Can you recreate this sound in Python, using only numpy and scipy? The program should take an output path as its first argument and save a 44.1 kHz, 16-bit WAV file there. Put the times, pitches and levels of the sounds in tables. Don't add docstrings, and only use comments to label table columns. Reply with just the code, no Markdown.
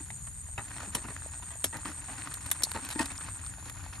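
import sys
import numpy as np
from scipy import signal
from scipy.fft import rfft, irfft, next_fast_len
from scipy.io import wavfile
from scipy.ndimage import map_coordinates

SR = 44100
rng = np.random.default_rng(int(sys.argv[2]) if len(sys.argv) > 2 else 0)


def wrap_up_sound(samples):
    columns = np.atleast_2d(samples).T
    tamed = np.clip(columns, -1, 1)
    steps = np.round(tamed * 32767).astype(np.int16)
    wavfile.write(sys.argv[1], SR, steps)


N = 176400
T = np.arange(N) / SR

# (frequency [Hz], level [dB], t60 [s])
BUCKET_MODES = [(276.6, -12, 0.1), (304.4, -4, 0.082), (633, -11, 0.024), (900, -3, 0.094),
                (1115, -24, 0.21), (1410, -23, 0.21), (1857, -5.5, 0.062), (2570, -9.5, 0.044)]
# (frequency [Hz], correlation [-])
COHERENCE = [(100, 0.9), (1900, 0.96), (2400, 0.5), (2900, 0.1), (3400, 0.083), (3800, 1), (4400, 0.9),
             (5000, 0.81), (7000, 0.54), (8300, 0.87), (11000, 0.89)]


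def amp(db):
    return 10 ** (np.asarray(db) / 20)


def unit(x):
    return x / np.sqrt(np.mean(x ** 2) + 1e-20)


def along(points, hz):
    f, v = np.transpose(points)
    return np.interp(np.log(hz + 1), np.log(f + 1), v)


def wobble(knots_per_s):
    return map_coordinates(rng.standard_normal(int(N * knots_per_s / SR) + 4), [T * knots_per_s])


def filtered(x, response):
    n = x.shape[-1]
    m = next_fast_len(n + 4096)
    return irfft(rfft(x, m) * response(np.fft.rfftfreq(m, 1 / SR)), m)[..., :n]


def spread(pair, gain, coherence=COHERENCE):
    angle = lambda hz: np.arccos(np.clip(along(coherence, hz), -1, 1)) / 2
    mid, side = filtered(pair, lambda hz: gain(hz) * np.array([np.cos(angle(hz)), np.sin(angle(hz))]))
    return np.array([mid + side, mid - side])


def noise(gain, size, coherence=COHERENCE):
    return spread(rng.standard_normal((2, size)), gain, coherence)


def envelope(t, attack_s, hold_s, t60_s):
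    return np.clip(t / attack_s, 0, 1) * amp(-60 * np.maximum(t - hold_s, 0) / t60_s)


def add(track, at_s, sound):
    i = max(round(at_s * SR), 0)
    part = sound[..., :max(N - i, 0)]
    track[..., i:i + part.shape[-1]] += part


def outdoors():
    # (frequency [Hz], level [dB])
    rumble_spectrum = [(28, -38), (43, -5.5), (80, 1), (120, -5.5), (200, -18.5), (1000, -69)]
    air_spectrum = [(100, -3), (400, 1), (1000, -1.5), (2000, -2), (3000, -2.5), (6000, -5.5), (11000, 1.5),
                    (13000, -51)]
    rumble = unit(noise(lambda hz: amp(along(rumble_spectrum, hz)), N))
    air = unit(noise(lambda hz: amp(along(air_spectrum, hz)), N))
    return amp(-47.5 + wobble(4.4)) * rumble + amp(-61) * air


def chorus():
    # (centre [Hz], width [Hz], level [dB], left-right correlation [-], pulse rate [Hz])
    bands = [(6980, 240, -51, 0.39, 62), (8980, 320, -55, 0.77, 150), (10664, 420, -55, 1, 110)]
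    out = np.zeros((2, N))
    for hz, width_hz, db, coherence, pulse_hz in bands:
        shape = lambda f: (1 + ((f - hz) / (2 * width_hz)) ** 2) ** -2.0
        band = unit(noise(shape, N, [(hz, coherence)]))
        phase = 2 * np.pi * np.cumsum(pulse_hz * (1 + .05 * wobble(20))) / SR
        out += amp(db + wobble(14)) * (1 + .35 * np.sin(phase)) * band
    return out


def cricket(strokes=11, stroke_s=.0085, period_s=.0081, pitch_hz=8490, glide_hz=1630):
    # (first chirp end [s], last chirp end [s], chirps [count])
    runs = [(.049, 2.859, 24), (2.993, 3.497, 5)]
    swell_db, growth_db_per_s = 6, 1
    out, t = np.zeros(N), T[:SR // 80]
    progress = np.clip(t / stroke_s, 0, 1)
    window = np.sin(np.pi * progress) ** 2
    for end_s in np.concatenate([np.linspace(*run) for run in runs]):
        chirp_db = -40 + growth_db_per_s * (end_s - 2)
        for k in range(strokes):
            late, sharp, loud = rng.standard_normal(3)
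            at_s = end_s - k * period_s - stroke_s / 2 + .0003 * late
            hz = pitch_hz + 55 * sharp + glide_hz * (.5 - progress)
            db = chirp_db + loud - swell_db * (k / (strokes - 1)) ** 2.24
            if at_s > 0:
                add(out, at_s, amp(db) * window * np.sin(2 * np.pi * np.cumsum(hz) / SR))
    grass_echo = noise(np.ones_like, SR // 10) * amp(-60 * T[:SR // 10] / .072)
    grass_echo /= np.linalg.norm(grass_echo[0])
    return out + amp(-1) * signal.fftconvolve(out[None], grass_echo, axes=1)[:, :N]


def slat_resonances(depth_db, size=110):
    knots_db = depth_db * rng.standard_normal(size)
    return lambda hz: amp(np.interp(np.sqrt(2 * hz / SR), np.linspace(0, 1, size), knots_db))


def squelches(pops_per_s=110, centre_hz=1476, t60_cycles=8, size=900):
    out, t = np.zeros(N), T[:SR // 25]
    for (when, draw), (pitch, loud) in zip(rng.random((size, 2)), rng.standard_normal((size, 2))):
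        if draw < pops_per_s * N / SR / size:
            hz = centre_hz * np.exp(.33 * pitch)
            pop = envelope(t, .001, 0, t60_cycles / hz) * np.sin(2 * np.pi * hz * t)
            add(out, when * N / SR, amp(12.6 * np.tanh(loud)) * pop)
    return unit(out)


def rustle(grains_per_s=150, grain_t60_s=.045, hiss=.75, size=4000):
    # (time [s], level [dB])
    contour = [(0, -57.5), (.56, -60), (.62, -51.5), (.81, -45.5), (.92, -52.5), (1.08, -49), (1.36, -55.5),
               (1.62, -56.5), (1.8, -51), (2.12, -48.5), (2.55, -49.5), (2.92, -48), (3.2, -48.5),
               (3.45, -54), (4, -50.5)]
    # (frequency [Hz], level [dB])
    spectrum = [(100, -9), (280, 4), (450, -10.5), (800, 0.5), (1900, 0.5), (2800, -3), (4500, -7.5),
                (6000, -7.5), (11000, -24), (13500, -54)]
    when, draw, strength = rng.random((3, size))
    active = draw < grains_per_s * N / SR / size
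    kicks = np.bincount((when * N).astype(int), active * amp(-3.5 * np.log(strength + .02)), N)
    grains = unit(signal.fftconvolve(kicks, amp(-60 * T[:SR // 20] / grain_t60_s))[:N])
    slats = slat_resonances(1.8)
    friction = rng.standard_normal((2, N)) * (grains + hiss)
    weave = unit(spread(friction, lambda hz: slats(hz) * amp(along(spectrum, hz))))
    wet_weave = amp(-1.5) * weave + amp(-9) * squelches()
    return wet_weave * amp(np.interp(T, *np.transpose(contour)) + wobble(16))


def wet_clicks(t60_cycles=13, spray_db=-2):
    # (time [s], level [dB], pitch [Hz])
    smacks = [(0.715, -38, 1650), (0.783, -31.5, 2000), (1.165, -33.5, 1800), (1.221, -39, 1630),
              (1.8565, -28, 1230), (1.917, -39.5, 1460), (2.021, -40, 1730), (2.22, -33, 1950),
              (2.273, -30, 1180), (3.179, -34, 5400), (3.209, -36.5, 1540), (3.286, -36, 1100),
              (3.464, -37, 5300), (3.5384, -39.5, 1560), (3.863, -40, 900)]
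    out, t = np.zeros((2, N)), T[:SR // 15]
    for at_s, db, hz in smacks:
        spray = unit(noise(lambda f: 1 / (1 + (2 * np.log((f + 1) / hz)) ** 2), len(t)))
        smack = np.sin(2 * np.pi * hz * t) + amp(spray_db) * spray
        add(out, at_s, amp(db) * envelope(t, .00036, .00058, t60_cycles / hz) * smack)
    return out


def slat_ticks():
    # (time [s], level [dB])
    ticks = [(1.769, -36), (2.340, -33), (2.462, -33.5), (2.502, -36.5), (2.6215, -32), (2.7157, -31),
             (2.849, -35.5), (2.8887, -32), (3.057, -31.5), (3.697, -34.5)]
    # (frequency [Hz], level [dB])
    spectrum = [(300, -5), (1500, 5), (4000, 1), (8000, 1), (11500, 7.5), (13500, -17), (16000, -14)]
    out, t = np.zeros((2, N)), T[:SR // 10]
    for at_s, db in ticks:
        slat = unit(noise(lambda hz: amp(along(spectrum, hz)), len(t)))
        add(out, at_s, amp(db) * envelope(t, .0003, .0012, .022) * slat)
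    return out


def stick_slip(t, slips_per_s=420, depth_db=4):
    knots = rng.standard_normal(int(t[-1] * slips_per_s) + 4)
    return unit(amp(depth_db * map_coordinates(knots, [t * slips_per_s])))


def catch_bumps():
    # (time [s], hold [s], level [dB], bass [dB], treble [dB])
    bumps = [(.103, 0.0018, -38.5, -12, -2.5), (0.271, 0.0036, -46, -18, -7),
             (0.5785, 0.013, -33.5, -0.5, -12), (0.803, 0.04, -44, -7.5, -1), (0.869, 0.0083, -40, 17, -6),
             (0.946, 0.022, -36.5, 9, 4), (1.04, 0.016, -39.5, 4, -9), (1.085, 0.02, -43, 4, -19),
             (1.424, 0.011, -45.5, -12, -1), (1.505, 0.03, -47, -12, -3), (1.646, 0.015, -36, 4, 17),
             (1.728, 0.003, -37.5, 2.5, -6), (1.742, 0.022, -38.5, 1.5, -12),
             (1.851, 0.015, -37.5, 4.5, -0.5), (1.878, 0.027, -42.5, 6.5, 1), (2.082, 0.04, -44, -7, -5),
             (2.604, 0.009, -44.5, 5, -7), (2.747, 0.021, -34, 2.5, -6), (2.903, 0.019, -38, -20, 7),
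             (2.9905, 0.023, -31, -7, 0.5), (3.012, 0.0085, -31.5, 1.5, 1), (3.103, 0.0066, -39.5, -15, -5),
             (3.655, 0.015, -43, 5.5, 3.5)]
    # (frequency [Hz], level [dB])
    spectrum = [(60, 1), (150, 5), (280, 6.5), (480, -4.5), (900, 2.5), (1800, 0.5), (2400, -2),
                (5000, -10.5), (10000, -6), (14000, -26)]
    out, t = np.zeros((2, N)), T[:SR // 4]
    first_contact = amp(-1) * np.exp(-t / .0064)
    for at_s, hold_s, db, bass_db, treble_db in bumps:
        tilt = [(300, bass_db), (800, 0), (2000, 0), (4500, treble_db)]
        slats = slat_resonances(4.3)
        body = unit(noise(lambda hz: slats(hz) * amp(along(spectrum, hz) + along(tilt, hz)), len(t)))
        bass = filtered(body, lambda hz: 1 / (1 + (hz / 450) ** 4))
        contact = envelope(t, .00079, hold_s, t60_s=.028 + 5.4 * hold_s)
        slap = (body - bass) * contact * (.8 * stick_slip(t) + first_contact)
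        thud = bass * envelope(t, .008, hold_s, t60_s=.11)
        add(out, at_s, amp(db - 1) * (slap + thud))
    return out


def bucket_resonance(x, ring_db=1):
    def response(f):
        return sum(amp(db) * 1j * f * (3 / t60_s) / (hz * hz - f * f + 1j * f * (3 / t60_s))
                   for hz, db, t60_s in BUCKET_MODES)
    return x + amp(ring_db) * filtered(x, response)


def bucket_landings():
    # (time [s], level [dB], brightness [dB])
    landings = [(.005, -37.5, -15), (0.5817, -47, 14), (1.7299, -43, 7), (2.757, -35, 1.5),
                (2.958, -24, -13), (2.9944, -34.5, 9.5), (3.001, -18, -9), (3.0132, -32.5, -5.5)]
    out, t = np.zeros(N), T[:SR // 3]
    for at_s, db, bright_db in landings:
        for hz, mode_db, t60_s in BUCKET_MODES:
            gain = amp(db + mode_db + along([(350, 0), (900, bright_db)], hz) + rng.normal(0, .7))
            ring = np.sin(2 * np.pi * hz * (1 + rng.normal(0, .017)) * t)
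            add(out, at_s, gain * envelope(t, .94 / hz, .41 / hz, t60_s) * ring)
    return out


def slat_snaps(ring_db=11, ring_width_hz=260, rebound_s=.0139, rebound_db=-19.5, rattle_db=-11):
    # (time [s], hold [s], low [dB], mid [dB], high [dB], top [dB], ring [Hz])
    snaps = [(0.9488, 0.0038, -13, -21.5, -24, -16.5, 3060), (1.641, 0.0038, -12.5, -20, -21, -10, 3290),
             (2.5134, 0.0025, -35, -18, -23, -7, 3580), (2.6336, 0.0045, -21.5, -32, -15, -12, 4450)]
    out, t = np.zeros((2, N)), T[:SR // 6]
    sheen_db = lambda hz: 4.5 / (1 + ((hz - 10030) / 700) ** 2)
    for at_s, hold_s, low, mid, high, top, ring_hz in snaps:
        spectrum = [(80, low - 10), (300, low), (1200, mid), (2600, mid - 1), (4200, high),
                    (8500, (high + top) / 2), (11500, top - 2), (13500, top - 20), (16000, top - 17)]
        peak_db = lambda hz: ring_db / (1 + ((hz - ring_hz) / ring_width_hz) ** 2)
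        gain = lambda hz: amp(along(spectrum, hz) + sheen_db(hz) + peak_db(hz))
        strike = envelope(t, .0012, hold_s, t60_s=.027)
        rebound = amp(rebound_db) * envelope(t - rebound_s, .0012, hold_s, t60_s=.027)
        crack = filtered((strike + rebound) * noise(gain, len(t)), slat_resonances(2.03))
        weave = noise(lambda hz: gain(hz) / (1 + (hz / 12000) ** 16), len(t))
        rattle = envelope(t, .0032, hold_s, t60_s=.065) * weave
        add(out, at_s, amp(-3.5) * (crack + amp(rattle_db) * rattle))
    return out


def scene():
    trap = slat_snaps() + bucket_resonance(catch_bumps() + rustle()) + slat_ticks() + wet_clicks()
    return trap + bucket_landings() + cricket() + chorus() + outdoors()


def record(dry):
    # (frequency [Hz], left lead [rad], left minus right [dB])
    ports = [(60, 0, 2.2), (280, 0, 4.6), (700, -.1, -.3), (1900, .05, -.3), (2350, 1.6, -.5),
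             (3000, 1.6, 0), (3600, -.5, 1), (4300, 0, 1.2), (4800, .8, 1.5), (7300, .8, 3),
             (8600, -.05, -.1), (9400, -1.7, 0), (10250, -3.1, 0), (11500, -5.7, 0), (12400, -6.6, 0)]
    # (frequency [Hz], level [dB])
    mic_response = [(18, -36), (42, 0), (3500, -0.5), (4200, 1), (5000, -2), (8800, 0), (9600, 4),
                    (12400, -4), (13600, -21), (15200, -7.5), (16400, -20)]
    limit_hz = 16400
    lead_rad, balance_db = np.array(ports)[:, [0, 1]], np.array(ports)[:, [0, 2]]
    sides = np.array([[.5], [-.5]])
    pair = lambda hz: np.exp(1j * sides * along(lead_rad, hz)) * amp(sides * along(balance_db, hz))
    return filtered(dry, lambda hz: pair(hz) * amp(along(mic_response, hz)) * (hz < limit_hz))


dry = scene()
out = record(dry)
wrap_up_sound(out)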